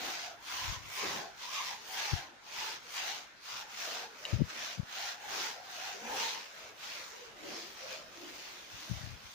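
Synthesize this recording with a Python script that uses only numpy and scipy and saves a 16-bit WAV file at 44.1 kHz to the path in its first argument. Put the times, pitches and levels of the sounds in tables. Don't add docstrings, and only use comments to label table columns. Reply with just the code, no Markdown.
import sys
import numpy as np
from scipy import signal
from scipy.io import wavfile
from scipy.ndimage import uniform_filter1d

SR = 44100
rng = np.random.default_rng(int(sys.argv[2]) if len(sys.argv) > 2 else 0)


def elevation(decibels):
    levels = np.asarray(decibels, float)
    return 10 ** (levels / 20)


def dump(signal):
    limited = np.clip(np.atleast_2d(signal).T, -1, 1)
    pcm = np.round(limited * 32767).astype(np.int16)
    wavfile.write(sys.argv[1], SR, pcm)


N = 411894
HOP = 128
LEFT_ONLY = np.array([[0], [-90]])


def evened(x):
    return x / np.sqrt(np.mean(x ** 2) + 1e-20)


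def read(points, hz):
    f, value = np.transpose(points)
    return np.interp(np.log(hz + 1), np.log(f + 1), value)


def add(mix, s, sound):
    part = mix[max(round(s * SR), 0):][:len(sound)]
    part += sound[:len(part)]


def wander(size):
    once = uniform_filter1d(rng.standard_normal(N), size)
    return evened(uniform_filter1d(once, size))


def swell(middle, db, before, after, blunt, lead=0):
    u = np.arange(N // HOP + 2)[:, None] * HOP / SR + lead - middle
    reach = np.where(u < 0, before, after)
    return elevation(db - 20 * abs(u / reach) ** np.maximum(blunt, 1)) ** 2


def even(rows, lead=0):
    s, db, half = np.transpose(rows)
    return swell(s, db, half, half, 1.5, lead)


def spread(frames):
    return np.interp(np.arange(N) / HOP, np.arange(len(frames)), frames)


def level(power, rest_db):
    return spread(10 * np.log10(power.sum(axis=1) + elevation(rest_db) ** 2))


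def tune(rows, rest_db):
    s, hz, db, half = np.transpose(rows)
    power = swell(s, db, half, half, 1.5)
    distance_s = abs(np.arange(len(power))[:, None] * HOP / SR - s)
    weight = power + 1e-12 * np.exp(-20 * distance_s)
    return spread((weight * hz).sum(axis=1) / weight.sum(axis=1)), level(power, rest_db)


def resonate(x, hz, width_hz, steady=0):
    turn = np.exp(2j * np.pi * np.cumsum(hz) / SR)
    r = np.exp(-np.pi * width_hz / SR)
    once = signal.lfilter([1 - r], [1, -r], x / turn)
    low = signal.lfilter([1 - r], [1, -r], once)
    return evened((turn * low).real / (abs(low) + 1e-6) ** np.clip(steady, 0, .9))


# (middle [s], frequency [Hz], change [dB], half length [s])
HEAD_TILTS = [(0.802, 4230, -2, 0.15), (1.55, 1500, -2.5, 0.15), (2.27, 1800, 3, 0.061),
              (2.28, 4500, 0, .05), (3.0, 2100, 1.5, 0.081), (3.28, 2200, 3, .07), (3.398, 4500, 7, .04),
              (3.784, 4950, -2.5, 0.11), (4.1, 1400, 6, .08), (4.2, 3800, -4, 0.046), (4.533, 1700, 4, .07),
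              (4.7, 3300, 2, .05), (4.85, 1500, 5, .1), (5.267, 5240, -5.5, 0.056), (5.42, 5800, 2, 0.093),
              (5.75, 5500, -1, .08), (5.8, 1440, 3, .12), (5.9, 5300, -4, 0.045), (6.0, 6200, 4, 0.059),
              (6.088, 4730, -4.5, 0.083), (6.05, 2300, 5, .04), (6.25, 1400, -2, .09),
              (6.294, 3800, 3.5, .05), (6.6, 4900, -2.5, 0.13), (6.8, 2800, 3, .04),
              (7.075, 2600, -5.5, 0.072), (7.382, 4900, -5, 0.071), (7.63, 1590, -3, 0.11),
              (7.62, 4900, 3, 0.13), (7.85, 5300, 2.5, 0.1), (8.28, 2000, 2, .05), (8.43, 1400, -4, .1),
              (8.42, 6000, 1.5, .07), (8.8, 3500, 2, .08), (8.923, 6260, 2, 0.18), (9.28, 1500, -8, .07),
              (0.89, 4960, -2, 0.052), (1.054, 1500, 2, .12), (2.55, 3000, 1.5, 0.11),
              (6.74, 4000, -2, .03), (7.1, 4000, -3, 0.077), (0.153, 1500, 1.5, .1),
              (3.68, 3500, -2, 0.058), (5.05, 7000, -0.5, .1)]


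def tilts(hz, t):
    s, middle_hz, db, half = np.transpose(HEAD_TILTS)
    octaves = np.log2((hz[:, None] + 1) / middle_hz)
    band = np.exp(-(octaves / 0.36) ** 2)
    return (band * db) @ np.exp(-((t - s[:, None]) / half[:, None]) ** 2)


# (frequency [Hz], left-right likeness [0 to 1])
PORT_LIKENESS = [(60, 0), (130, .2), (290, .72), (640, .2), (1400, .05), (2500, .12), (5000, 0), (15000, 0)]
# (frequency [Hz], left minus right [dB])
PORT_BALANCE = [(60, 0), (180, 1), (550, 1.5), (1650, -1.5), (4970, 0.5), (15000, 7.5)]


def coloured(pair, spectrum, patchy_db, tilted=False):
    frame = {"nperseg": 512, "noverlap": 512 - HOP}
    hz, t, (a, b) = signal.stft(pair, SR, **frame)
    patches = rng.standard_normal((len(t), len(hz))).T
    patches = uniform_filter1d(patches, size=7, axis=0)
    patches = evened(uniform_filter1d(patches, size=24, axis=1))
    same = np.clip(read(PORT_LIKENESS, hz), -1, 1)[:, None]
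    lean_db = read(PORT_BALANCE, hz)[:, None]
    right = same * a + np.sqrt(1 - same ** 2) * b
    z = np.array([a * elevation(lean_db / 2), right * elevation(-lean_db / 2)])
    gain_db = read(spectrum, hz)[:, None] + patchy_db * patches
    if tilted:
        gain_db = gain_db + tilts(hz, t)
    out = signal.istft(z * elevation(gain_db), SR, **frame)[1][:, :N]
    return out / np.sqrt(np.mean(out.mean(axis=0) ** 2))


# (frequency [Hz], density [dB per Hz])
ROOM_SPECTRUM = [(18, -1.5), (30, -26), (95, -5), (169, -6), (257, -5.5), (391, -5.5), (1490, -0.5),
                 (1830, -3), (2140, -3.5), (11800, -34), (15700, -71)]


def room_tone():
    return elevation(-60.5) * coloured(rng.standard_normal((2, N)), ROOM_SPECTRUM, 2.2)


# (middle [s], eddy rate [Hz], level [dB], half length [s])
EDDIES = [(0.66, 90, -53.5, 0.2), (0.86, 94.5, -54, 0.11), (2.19, 94.7, -52, 0.058),
          (4.46, 108, -46, 0.041), (8.75, 79.6, -56, 0.045), (9.05, 101, -45.5, .17),
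          (9.27, 78, -63, 0.097), (1.72, 170, -65, .1), (2.78, 140, -70, .08), (3.38, 90, -72, .12),
          (5.05, 130, -69, .12), (5.6, 110, -69, .12), (6.8, 100, -71, .1)]


def draughts():
    hz, db = tune(EDDIES, -102)
    return elevation(db) * resonate(rng.standard_normal(N), hz, 120) * elevation(LEFT_ONLY)


# (time [s], peak level [dB], swing rate [Hz], length [s])
GUSTS = [(0.686, -31, 73, 0.021), (0.701, -31, 78, 0.022), (0.726, -34.5, 126, 0.0098),
         (0.774, -39.5, 90, 0.018), (2.123, -34, 109, 0.007), (2.136, -17.5, 108, 0.013),
         (2.155, -31, 95, 0.017), (4.333, -16.5, 113, 0.0086), (4.345, -19.5, 109, 0.018),
         (4.364, -25, 114, 0.018), (4.397, -27, 155, 0.024), (4.409, -18.5, 150, 0.0089),
         (4.419, -13, 200, 0.0066), (4.428, -26, 126, 0.024), (4.799, -20, 139, 0.01),
         (4.832, -35, 120, 0.0091), (8.9, -31, 139, 0.0087), (8.916, -21.5, 127, 0.012),
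         (8.939, -34, 114, 0.05), (8.973, -35, 98, 0.018), (9.044, -33, 98, 0.022),
         (9.073, -33, 126, 0.0052), (9.135, -38, 98, 0.034), (4.785, -36, 141, 0.017),
         (9.112, -38, 110, 0.016), (8.745, -47, 75, 0.025), (9.255, -48, 75, 0.025),
         (4.44, -32, 130, 0.015), (4.404, -36, 540, 0.014), (4.412, -29.5, 338, 0.011),
         (4.418, -36, 560, 0.01), (4.338, -34, 320, 0.013), (2.136, -36.5, 330, 0.014),
         (0.62, -43, 100, 0.02), (0.65, -43, 110, 0.02), (0.81, -45, 90, 0.02)]


def puffs():
    out = np.zeros(N)
    chance = rng.random((len(GUSTS), 2))
    u = np.arange(-.03, .06, 1 / SR)
    for (s, db, hz, length), (start, push) in zip(GUSTS, chance):
        width = np.where(u < 0, .4, .5) * length
        turn = 2 * np.pi * (hz * u * (1 - 17.5 * u) + start)
        swing = np.cos(turn) + elevation(-26) * np.cos(2.23 * turn) + elevation(-32) * np.cos(3.02 * turn)
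        swing += elevation(-19) * np.cos(2 * np.pi * (50 * u + push))
        add(out, s - .03, elevation(db) * np.exp(-(u / width) ** 2) * swing)
    return out * elevation(LEFT_ONLY)


# (time [s], peak level [dB], ring frequency [Hz], share of the full ring time [ratio])
HEAD_TAPS = [
    (4.252, -25.5, 2900, .9),
    (4.2586, -35, 2900, 1.3),
    (4.4986, -46, 2850, 1),
    (6.2034, -40, 2850, 1),
    (7.9288, -30, 5000, .3),
]
# (frequency over the ring [ratio], level [dB], time to fall 60 dB [s])
HEAD_MODES = [(1.0, 0, .011), (1.33, -5.5, .011), (1.8, -20, .006), (2.45, -11, .006), (3.3, -18, .004)]


def ticks():
    out = np.zeros(N)
    t = np.arange(900) / SR
    for s, db, hz, share in HEAD_TAPS:
        ring = np.zeros(len(t))
        for ratio, mode_db, t60 in HEAD_MODES:
            ring += elevation(mode_db - 60 * t / (share * t60)) * np.sin(2 * np.pi * ratio * hz * t)
        add(out, s, elevation(db + 6) * ring * (1 - np.exp(-t / .0005)))
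    return np.array([elevation(1.5) * out, elevation(-3.5) * np.roll(out, shift=2)])


# (time [s], length [s], frequency [Hz], width [Hz], level [dB])
MAT_CATCHES = [(0.0, 0.11, 245, 90, -62), (0.935, 0.15, 2300, 1200, -47.5), (1.005, 0.22, 210, 200, -53.5),
               (1.005, 0.25, 520, 700, -50.5), (1.019, 0.29, 1066, 90, -55.5),
               (1.93, 0.15, 1660, 160, -50.5), (1.955, 0.12, 2900, 1500, -52), (1.96, 0.12, 900, 90, -54),
               (2.93, 0.12, 2400, 1300, -50), (3.46, 0.15, 1370, 300, -55), (4.56, 0.09, 3300, 700, -53),
               (4.63, 0.1, 5500, 1200, -55), (5.27, 0.2, 300, 200, -61), (5.99, 0.14, 223, 80, -61),
               (7.11, 0.2, 477, 110, -63), (7.399, 0.16, 338, 110, -52.5), (7.5, 0.13, 5200, 1500, -55),
               (7.79, 0.18, 560, 120, -59), (7.875, 0.07, 2480, 120, -53.5), (8.16, 0.21, 320, 90, -61),
               (7.51, 0.05, 5200, 300, -56), (7.8, 0.07, 5700, 400, -58), (6.03, 0.12, 5900, 400, -56),
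               (6.04, 0.25, 620, 500, -54)]


def catches():
    out = np.zeros((2, N))
    for s, length, hz, width_hz, db in MAT_CATCHES:
        a, b = rng.standard_normal((2, SR // 2))[:, :round(length * SR)]
        drum = resonate(np.array([a, .35 * a + .93 * b]), np.full(len(a), hz), width_hz)
        for side, sound in zip(out, drum):
            add(side, s, elevation(db) * sound * signal.windows.tukey(len(a), .45))
    return out


# (time [s], length [s], start rate [Hz], end rate [Hz], level [dB])
SPEED_GLIDES = [(0.18, 0.21, 717, 676, -55.5), (0.56, 0.12, 1030, 975, -54), (0.94, 0.15, 1060, 1060, -52),
                (1.09, 0.069, 880, 840, -52), (1.19, 0.15, 695, 667, -54), (1.08, 0.12, 370, 380, -54),
                (1.41, 0.17, 850, 1100, -55.5), (1.55, 0.1, 1090, 1160, -50.5),
                (1.68, 0.093, 807, 793, -51), (1.86, 0.17, 750, 777, -56), (1.96, 0.12, 1740, 1620, -52),
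                (2.06, 0.072, 850, 800, -48), (2.14, 0.093, 700, 700, -55), (2.16, 0.068, 1700, 1620, -55),
                (2.2, 0.1, 1100, 1000, -59), (4.96, 0.15, 850, 745, -54), (4.98, 0.16, 1440, 1400, -54),
                (5.2, 0.12, 804, 830, -57), (5.93, 0.071, 430, 390, -56.5), (6.0, 0.093, 200, 238, -56),
                (6.06, 0.11, 1270, 1260, -56), (6.07, 0.12, 860, 900, -49), (6.12, 0.077, 477, 566, -54),
                (6.19, 0.12, 980, 886, -47.5), (6.33, 0.072, 920, 880, -52), (7.11, 0.081, 437, 427, -62),
                (7.16, 0.16, 518, 450, -58.5), (7.42, 0.1, 347, 380, -54.5), (7.43, 0.071, 570, 570, -57),
                (7.53, 0.1, 470, 465, -57), (7.78, 0.2, 536, 515, -54), (8.14, 0.24, 350, 355, -60),
                (8.2, 0.13, 310, 302, -59), (2.56, 0.21, 877, 908, -52.5), (5.75, 0.22, 797, 740, -56.5)]


def glides():
    out = np.zeros((2, N))
    settle = 2000
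    for s, length, from_hz, to_hz, db in SPEED_GLIDES:
        pair = rng.standard_normal((2, SR // 3))[:, :round(length * SR) + settle]
        hz = np.linspace(from_hz, to_hz, pair.shape[1])
        hum = resonate(pair + .2 * pair[::-1], hz, from_hz / 16, 0.67)[:, settle:]
        for side, sound in zip(out, hum):
            add(side, s, elevation(db + 1.5) * sound * signal.windows.tukey(len(sound), .7))
    return out


# (middle [s], ribs crossed [Hz], hum level [dB], half length [s])
RIB_CROSSINGS = [(0.05, 782, -45.5, 0.36), (0.29, 680, -47.5, 0.11), (0.64, 1011, -47, 0.28),
                 (1.03, 1050, -48, 0.25), (1.2, 810, -45, 0.18), (1.46, 990, -53, 0.11),
                 (1.6, 1123, -39.5, 0.1), (1.72, 930, -47.5, 0.12), (2.0, 920, -48, 0.12),
                 (2.1, 808, -45.5, 0.29), (2.63, 897, -46.5, 0.16), (3.09, 790, -46.5, 0.19),
                 (3.56, 1066, -51, 0.15), (3.65, 788, -53, 0.1), (3.9, 680, -46.5, .15),
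                 (4.0, 767, -45.5, 0.15), (4.3, 587, -47, 0.12), (4.65, 655, -51, 0.21),
                 (5.03, 780, -46, 0.16), (5.3, 790, -46, 0.23), (5.5, 775, -47, 0.33),
                 (5.87, 752, -47.5, 0.28), (6.125, 830, -40.5, 0.12), (6.24, 920, -42, 0.13),
                 (6.37, 925, -49.5, 0.11), (6.65, 645, -54.5, 0.18), (7.0, 570, -58, .17),
                 (7.48, 580, -53, 0.24), (7.93, 613, -50, 0.24), (8.25, 583, -63, 0.58),
                 (9.0, 650, -55.5, 0.21)]
# (middle [s], strands crossed [Hz], drone level [dB], half length [s])
STRAND_CROSSINGS = [(0.04, 337, -49, 0.2), (0.68, 310, -62, 0.41), (1.05, 390, -44, 0.079),
                    (1.18, 386, -49, 0.16), (1.72, 554, -60, 0.12), (1.97, 422, -59, 0.41),
                    (2.27, 297, -60, 0.14), (2.68, 406, -56.5, 0.19), (2.9, 500, -58, 0.078),
                    (3.13, 302, -63.5, 0.21), (4.0, 460, -53.5, 0.29), (4.36, 456, -55.5, 0.25),
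                    (4.58, 253, -56, 0.14), (4.8, 256, -60, 0.15), (5.4, 385, -50, 0.17),
                    (5.6, 534, -61, 0.23), (5.97, 451.5, -62, 0.17), (6.16, 480, -46.5, 0.29),
                    (6.4, 584, -61, 0.37), (6.7, 443, -60.5, 0.28), (7.0, 520, -60, .17),
                    (7.21, 484, -57, 0.18), (7.54, 363, -50.5, 0.27), (7.93, 520, -56, 0.24),
                    (8.24, 330, -55, 0.19), (8.44, 358, -60, 0.29), (8.86, 313, -60, 0.23),
                    (9.15, 224, -63, 0.32)]
# (frequency [Hz], density [dB per Hz])
MAT_RUMBLE = [(50, -52), (110, -56), (200, -9), (330, -15.5), (520, -6.5), (900, -38)]


def weave():
    rib_hz, hum_db = tune(RIB_CROSSINGS, -80)
    coarse_hz, drone_db = tune(STRAND_CROSSINGS, -84.5)
    a, b, c, d = rng.standard_normal((4, N))
    fine = np.array([a, 0.063 * a + 1.0 * b])
    coarse = np.array([c, 0.49 * c + 0.66 * d])
    rib_hz = rib_hz * (1 + 0.051 * wander(size=1200))
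    hum = resonate(fine, rib_hz, 146, .1) + elevation(-4.5) * resonate(fine[::-1], 2 * rib_hz, 300)
    hum += elevation(-6.5) * resonate(fine[::-1], rib_hz, 400)
    drone = resonate(coarse, coarse_hz, 103, .3)
    pressed = elevation(0.13 * (drone_db + 63.0))
    second = elevation(-3.5) * resonate(coarse, 2 * coarse_hz, 140)
    third = elevation(-13.5) * resonate(coarse, 3 * coarse_hz, 210)
    rumble = elevation(-5) * coloured(rng.standard_normal((2, N)), MAT_RUMBLE, 2.5)
    shaken = drone + pressed * (second + third + rumble)
    return elevation(hum_db - 4.0) * hum + elevation(drone_db - 4.5) * shaken


# (fastest moment [s], bristle hiss [dB], run-up [s], run-out [s], bluntness [exponent])
BRUSH_STROKES = [(0.06, -40, 0.12, 0.25, 2.5), (0.617, -40, 0.2, 0.19, 3.5),
                 (1.063, -38.5, 0.3, 0.24, 1.37), (1.563, -39, 0.14, 0.21, 1.35),
                 (2.066, -38.5, 0.29, 0.19, 1.6), (2.678, -41.5, 0.24, 0.13, 3),
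                 (3.089, -39, 0.3, 0.17, 1.26), (3.571, -44.5, 0.16, 0.097, 3.7),
                 (3.949, -43, 0.19, 0.17, 1.4), (4.315, -46.5, 0.25, 0.12, 1.8),
                 (4.644, -42, 0.27, 0.19, 1.38), (5.057, -40.5, 0.21, 0.13, 2.6),
                 (5.413, -38.5, 0.25, 0.2, 1.7), (5.875, -43, 0.3, 0.14, 2.24),
                 (6.209, -36, 0.27, 0.35, 0.82), (6.632, -51.5, 0.13, 0.12, 3.2),
                 (6.863, -44.5, 0.11, 0.5, 1.93), (7.241, -57, 0.52, 0.1, 5.1),
                 (7.554, -46, 0.26, 0.27, 1.73), (7.924, -45.5, 0.1, 0.17, 1.5),
                 (8.418, -50, 0.42, 0.25, 3.5), (8.91, -49.5, 0.68, 0.52, 1.57),
                 (9.282, -54, 0.12, 0.9, 2.0)]
# (middle [s], bristle hiss [dB], half length [s])
HAND_LEANS = [(0.25, -46, 0.13), (0.748, -45, 0.054), (0.985, -43, 0.1), (1.16, -42, 0.13),
              (1.442, -44.5, 0.1), (1.689, -40, 0.13), (2.001, -40.5, 0.083), (2.171, -44, 0.12),
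              (2.59, -45, 0.093), (2.984, -38, 0.075), (3.16, -48, 0.13), (3.85, -39.5, 0.21),
              (4.031, -49, 0.072), (4.506, -45.5, 0.032), (4.713, -47, 0.11), (4.924, -52.4, 0.04),
              (5.34, -68.4, 0.19), (6.305, -42, 0.1), (7.828, -50, 0.19), (8.72, -56, 0.05),
              (8.985, -60, 0.06)]


def scrape(lead=0):
    strokes = swell(*np.transpose(BRUSH_STROKES), lead=lead)
    return np.hstack([strokes, even(HAND_LEANS, lead)])


def snaps(per_s, spread_db):
    size = elevation(spread_db * np.minimum(rng.exponential(1, (2, N)), 5))
    return size * rng.standard_normal((2, N)) * (rng.random((2, N)) < per_s / SR)


# (middle [s], fizz level [dB], half length [s])
FOAM_BANKS = [(0.06, -53, 0.11), (0.33, -70, .08), (0.52, -55, 0.14), (0.96, -49, 0.11), (1.93, -50, 0.11),
              (2.66, -58, .06), (2.95, -52, .09), (3.5, -64.5, .15), (5.36, -57, 0.12), (6.17, -56, .15),
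              (6.95, -64, 0.34), (7.72, -62, 0.24), (8.4, -62.5, .51), (8.9, -60.5, 0.44), (9.34, -63, .2)]
# (frequency [Hz], density [dB per Hz])
BRISTLE_HISS = [(200, -53), (350, -23.5), (600, -11.5), (900, -6), (1300, -5), (2500, -4), (5300, -6),
                (6300, -7), (7300, -14), (7900, -21.5), (9000, -32.5)]
# (frequency [Hz], density [dB per Hz])
SUDS_FIZZ = [(7000, -22), (7900, -1.5), (10000, -3), (13700, -7.5), (14300, 2.5), (15000, 4.5),
             (15500, 4.5)]


def bristles():
    hiss_db = level(scrape(), -65)
    suds = elevation(-13.5) ** 2 * scrape(0.011)
    fizz_db = level(np.hstack([suds, even(FOAM_BANKS)]), -84)
    waver = wander(size=1500)
    hiss = coloured(snaps(9000, 1.13), BRISTLE_HISS, 1.28, tilted=True)
    fizz = coloured(snaps(12000, 2.5), SUDS_FIZZ, 1.2)
    return elevation(0.25 * waver) * (elevation(hiss_db - 1.5) * hiss + elevation(fizz_db) * fizz)


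def scene():
    background = room_tone() + draughts() + puffs()
    mat = catches() + glides() + weave()
    return background + ticks() + mat + bristles()


# (frequency [Hz], depth [exponent])
EXPANSION_DEPTH = [(900, 0), (1200, .35), (7500, .4), (8000, 2.2), (13500, 2.2), (14000, .8)]


def gate(x):
    hz, t, z = signal.stft(x, SR, nperseg=2048, noverlap=1536)
    power = abs(z) ** 2 + 1e-16
    near = uniform_filter1d(uniform_filter1d(power, size=9, axis=1), size=3, axis=2)
    around = uniform_filter1d(near, size=44, axis=1)
    sink = np.minimum(near / around, 1.2) ** read(EXPANSION_DEPTH, hz)[:, None]
    return signal.istft(z * sink, SR, nperseg=2048, noverlap=1536)[1][:, :N]


def band_limit(x):
    return signal.sosfilt(signal.butter(12, 16830, fs=SR, output="sos"), x)


def record(dry):
    bass_cut = signal.butter(N=2, Wn=35, btype="high", fs=SR, output="sos")
    cut = signal.sosfilt(bass_cut, dry)
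    edge = signal.firwin(numtaps=1023, cutoff=15480, window=("kaiser", 11), fs=SR)
    limited = signal.oaconvolve(gate(cut), edge[None], "same")
    return band_limit(limited)


dry = scene()
out = record(dry)
dump(out)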